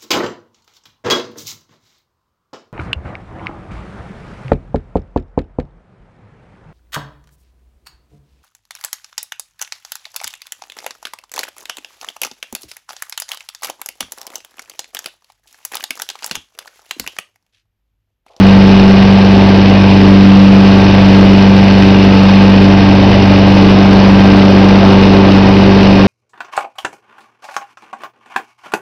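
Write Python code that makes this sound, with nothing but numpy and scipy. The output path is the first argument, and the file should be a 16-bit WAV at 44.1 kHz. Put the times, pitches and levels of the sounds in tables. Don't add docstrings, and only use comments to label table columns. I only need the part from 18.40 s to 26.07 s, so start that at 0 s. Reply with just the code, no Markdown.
import sys
import numpy as np
from scipy import signal
from scipy.fft import rfft, irfft, next_fast_len
from scipy.io import wavfile
from scipy.ndimage import map_coordinates

SR = 44100
rng = np.random.default_rng(int(sys.argv[2]) if len(sys.argv) > 2 else 0)


def inscribe(sig):
    pcm = np.round(np.clip(np.atleast_2d(sig).T, -1, 1) * 32767)
    wavfile.write(sys.argv[1], SR, pcm.astype(np.int16))


N = 338247
TIME = np.arange(N) / SR

# (middle [s], length [s], loss of speed [turns/s])
THICK_GRASS = [(0.3, 1.1, .19), (2.7, .6, .22), (3.8, .55, .28)]
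# (time [s], blade-pass tone [dB], its octave [dB])
DECK_HUM = [(0, -9.5, -2), (0.6, -14, -3.5), (1.45, -11, -6.5), (1.9, -12.5, -1.2), (2.2, -13.5, -2.5),
            (2.5, -10.7, -7), (2.8, -12.5, -3), (3.7, -13.5, -6), (4, -12.5, -3.5), (4.85, -10.5, -8),
            (5.6, -14.5, -4.5), (7.3, -12.5, -6), (7.67, -16, -6)]
# (time [s], third multiple [dB], fourth multiple [dB])
CHUTE_TONES = [(0.0, -24, -20), (0.45, -31, -17), (0.7, -29, -24), (1.7, -11.5, -23.5), (2.7, -17.5, -25.5),
               (3.4, -20, -22.5), (4.6, -15, -27), (6.1, -17, -22.5), (7.67, -16, -17.5)]
# (multiple of the blade-pass rate, level [dB])
TIP_SLAP = [(5, -33.5), (6, -28), (7, -28), (8, -26), (9, -25.5), (10, -35.5)]
# (time [s], level [dB])
AIR_LEVEL = [(0.0, -16), (1.2, -16.5), (1.9, -17.5), (2.5, -16), (3.4, -18), (5.1, -15.5), (6.5, -13.5),
             (7.0, -15), (7.67, -14.5)]
# (frequency [Hz], relative level [dB per Hz])
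AIR_COLOUR = [(20, -21.5), (90, -19.5), (160, -6.5), (230, 2.5), (320, 1.5), (420, -1.5), (560, -1),
              (800, -5), (1100, -8.5), (1500, -18), (3000, -31)]
# (multiple of the firing rate, level [dB])
EXHAUST_NOTE = [(1, -31.5), (2, -19.5), (3, -31.5), (4, -33), (5, -20.5), (6, -21), (7, -41.5), (8, -34),
                (9, -34), (10, -31.5), (11, -44), (12, -25), (13, -27.5), (14, -35.5), (15, -37.5),
                (16, -24.5), (17, -42), (18, -26.5), (19, -38), (21, -39.5), (22, -34), (24, -37.5),
                (26, -49), (28, -43.5), (32, -52), (36, -47.5), (38, -41), (40, -48.5), (47, -47.5),
                (52, -64.5)]
# (place in the firing cycle [0-1], relative level [dB])
VALVE_KNOCKS = [(0.079, -4.5), (.18, -7), (.7, 3), (0.919, 1)]
# (frequency [Hz], time to fall by 60 dB [s], relative level [dB])
CASING_RING = [(1595, 0.047, -3), (2560, .012, -0.5), (2877, .015, -0.5), (3596, 0.028, -8.5),
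               (4340, .025, -6), (5217, 0.026, -7.5), (5740, 0.021, -7.5)]
# (time [s], level [dB])
ENGINE_LEVEL = [(0.0, -28.5), (1.4, -29.5), (1.85, -29.5), (2.3, -27.8), (3.3, -27.5), (4.5, -28.5),
                (5.2, -29.5), (7.67, -29.5)]
# (frequency at mean speed [Hz], relative level [dB], depth of shake by each firing)
GEAR_WHINES = [(1139, -6, .4), (1574, -5, 1.1), (1859, -11, .4), (2050, -10, .6), (2482, -6, 1.8),
               (2790, -10, 1)]
# (frequency [Hz], relative level [dB per Hz])
CLATTER_COLOUR = [(500, -24), (1300, -10), (1600, 0.5), (1900, 0.5), (2300, 1.5), (2650, 2.5), (2980, 2),
                  (3250, -4), (3700, -2), (4600, -6), (5200, -6.5), (5550, -15.5), (6100, -9.5),
                  (7500, -15.5)]


def gain_of(db):
    return 10 ** (np.asarray(db) / 20)


def evened(x):
    return x / np.sqrt(np.mean(x ** 2) + 1e-20)


def follow(rows):
    s, *columns = np.transpose(rows)
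    return [np.interp(TIME, s, column) for column in columns]


def noise(colour):
    hz, db = np.transpose(colour)
    size = next_fast_len(N)
    bins_hz = np.fft.rfftfreq(size, 1 / SR)
    shape_db = np.interp(np.log(bins_hz + 1), np.log(hz), db)
    spectrum = rfft(rng.standard_normal(size)) * gain_of(shape_db)
    return evened(irfft(spectrum, size)[:N])


def wander(rate_hz):
    step = 32
    size = N // step + 2
    hz = np.fft.rfftfreq(size, step / SR)
    spectrum = rfft(rng.standard_normal(size)) / (1 + (hz / rate_hz) ** 4)
    drift = irfft(spectrum, size)
    return evened(np.interp(TIME, np.arange(size) * step / SR, drift))


def tone(turns, db):
    return np.sqrt(2) * gain_of(db) * np.cos(2 * np.pi * turns)


def bump(middle_s, length_s):
    place = np.clip((TIME - middle_s) / length_s, -.5, .5)
    return np.cos(np.pi * place) ** 2


def blade_speed(steady_hz=48.735):
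    return steady_hz - sum(loss * bump(s, length) for s, length, loss in THICK_GRASS)


def blade(passes, pass_db=-0.15, octave_db=-0.37, third_db=0.47, fourth_db=3.5, slap_db=-1.0, flutter_db=1.46):
    low, octave = follow(DECK_HUM)
    hum = tone(passes, low + pass_db) + tone(2 * passes, octave + octave_db)
    third, fourth = follow(CHUTE_TONES)
    partials = [(3, third + third_db), (4, fourth + fourth_db)] + TIP_SLAP
    slap = sum(tone(k * (passes + .5), db) for k, db in partials)
    flutter = flutter_db * wander(5.1)
    return hum + slap * gain_of(slap_db + flutter)


def churn(passes, level_db, trim_db=3.5, chop_db=1.0, gust_db=.5):
    chop = chop_db * np.sin(2 * np.pi * passes)
    gusts = gust_db * wander(35)
    return noise(AIR_COLOUR) * gain_of(level_db + trim_db + chop + gusts)


def exhaust(cycles, level_db=-1.6, uneven_db=1.0):
    lead, smear = .17, .00577
    multiples, levels = np.transpose(EXHAUST_NOTE)
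    place = np.linspace(0, 1, 2048)
    puff = np.zeros(len(place))
    for k in range(1, 53):
        db = np.interp(k, multiples, levels)
        puff += tone(k * (place + lead - smear * k), db)
    return np.interp(cycles % 1, place, puff) * gain_of(level_db + uneven_db * wander(30))


def valves(cycles, level_db, trim_db=2.0, uneven_db=2.5, jitter_s=.0001):
    knocks = np.zeros(N)
    for place, db in VALVE_KNOCKS:
        at = np.flatnonzero(np.diff(np.floor(cycles - place)))
        late, size = rng.standard_normal((len(at), 2)).T
        shift = np.round(late * jitter_s * SR).astype(int)
        at = np.clip(at + shift, 0, N - 1)
        knocks[at] += gain_of(db + uneven_db * size)
    t = TIME[:SR // 10]
    ring = np.zeros(len(t))
    for hz, t60, db in CASING_RING:
        ring += gain_of(db - 60 * t / t60) * np.sin(2 * np.pi * hz * t)
    ringing = signal.oaconvolve(knocks, ring)[:N]
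    return gain_of(level_db + trim_db) * evened(ringing)


def whines(cycles, level_db, trim_db=-3.0, waver_db=2.5):
    steady_s = cycles * TIME[-1] / cycles[-1]
    out = np.zeros(N)
    for hz, db, depth in GEAR_WHINES:
        shake = 1 + depth * np.cos(2 * np.pi * (cycles - .2))
        turns = hz * steady_s + .15 * wander(5)
        waver = waver_db * wander(3.1)
        out += shake * tone(turns, level_db + trim_db + db + waver)
    return out


def clatter(cycles, level_db=-25.5, trim_db=5.5, throb_db=0.82, rattle_db=1.4, regular=.3):
    place = (cycles % 1) * N / cycles[-1]
    first = map_coordinates(noise(CLATTER_COLOUR), [place], order=3)
    second = map_coordinates(noise(CLATTER_COLOUR), [place], order=3)
    drift = 1.14 * wander(1.5)
    pattern = first * np.cos(drift) + second * np.sin(drift)
    rattle = np.sqrt(regular) * evened(pattern) + np.sqrt(1 - regular) * noise(CLATTER_COLOUR)
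    throb = throb_db * np.cos(2 * np.pi * (cycles - .35))
    flicker = rattle_db * wander(130)
    return rattle * gain_of(level_db + trim_db + throb + flicker)


def scrape(middle_s=3.78, length_s=0.53, peak_db=-27, ring_hz=1280):
    colour = [(ring_hz * .85, -40), (ring_hz * .98, 0), (ring_hz * 1.02, 0), (ring_hz * 1.15, -40)]
    return noise(colour) * gain_of(peak_db) * bump(middle_s, length_s)


def scene(blade_slip=.00413):
    turns = np.cumsum(blade_speed()) / SR
    passes = 2 * turns
    cycles = turns * (1 + blade_slip) / 2
    air_db, engine_db = follow(AIR_LEVEL)[0], follow(ENGINE_LEVEL)[0]
    deck = blade(passes) + churn(passes, air_db)
    engine = exhaust(cycles) + valves(cycles, engine_db) + whines(cycles, engine_db) + clatter(cycles)
    return (deck + engine + scrape())[None]


def record(dry, ceiling=0.99, dull_hz=5850, full_scale=0.98, hiss_db=-65, edge_hz=15830):
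    flat = np.clip(dry, -ceiling, ceiling)
    voice_band = signal.firwin(81, dull_hz, window=("kaiser", 7), fs=SR)
    dull = signal.oaconvolve(flat, voice_band[None], "same")
    clipped = np.clip(dull, -full_scale, full_scale)
    hiss = gain_of(hiss_db) * noise([(6000, 3.5), (11000, -2.5), (15000, -9.5)])
    edge = signal.firwin(511, edge_hz, window=("kaiser", 9), fs=SR)
    return signal.oaconvolve(clipped + hiss, edge[None], "same")


dry = scene()
out = record(dry)
inscribe(out)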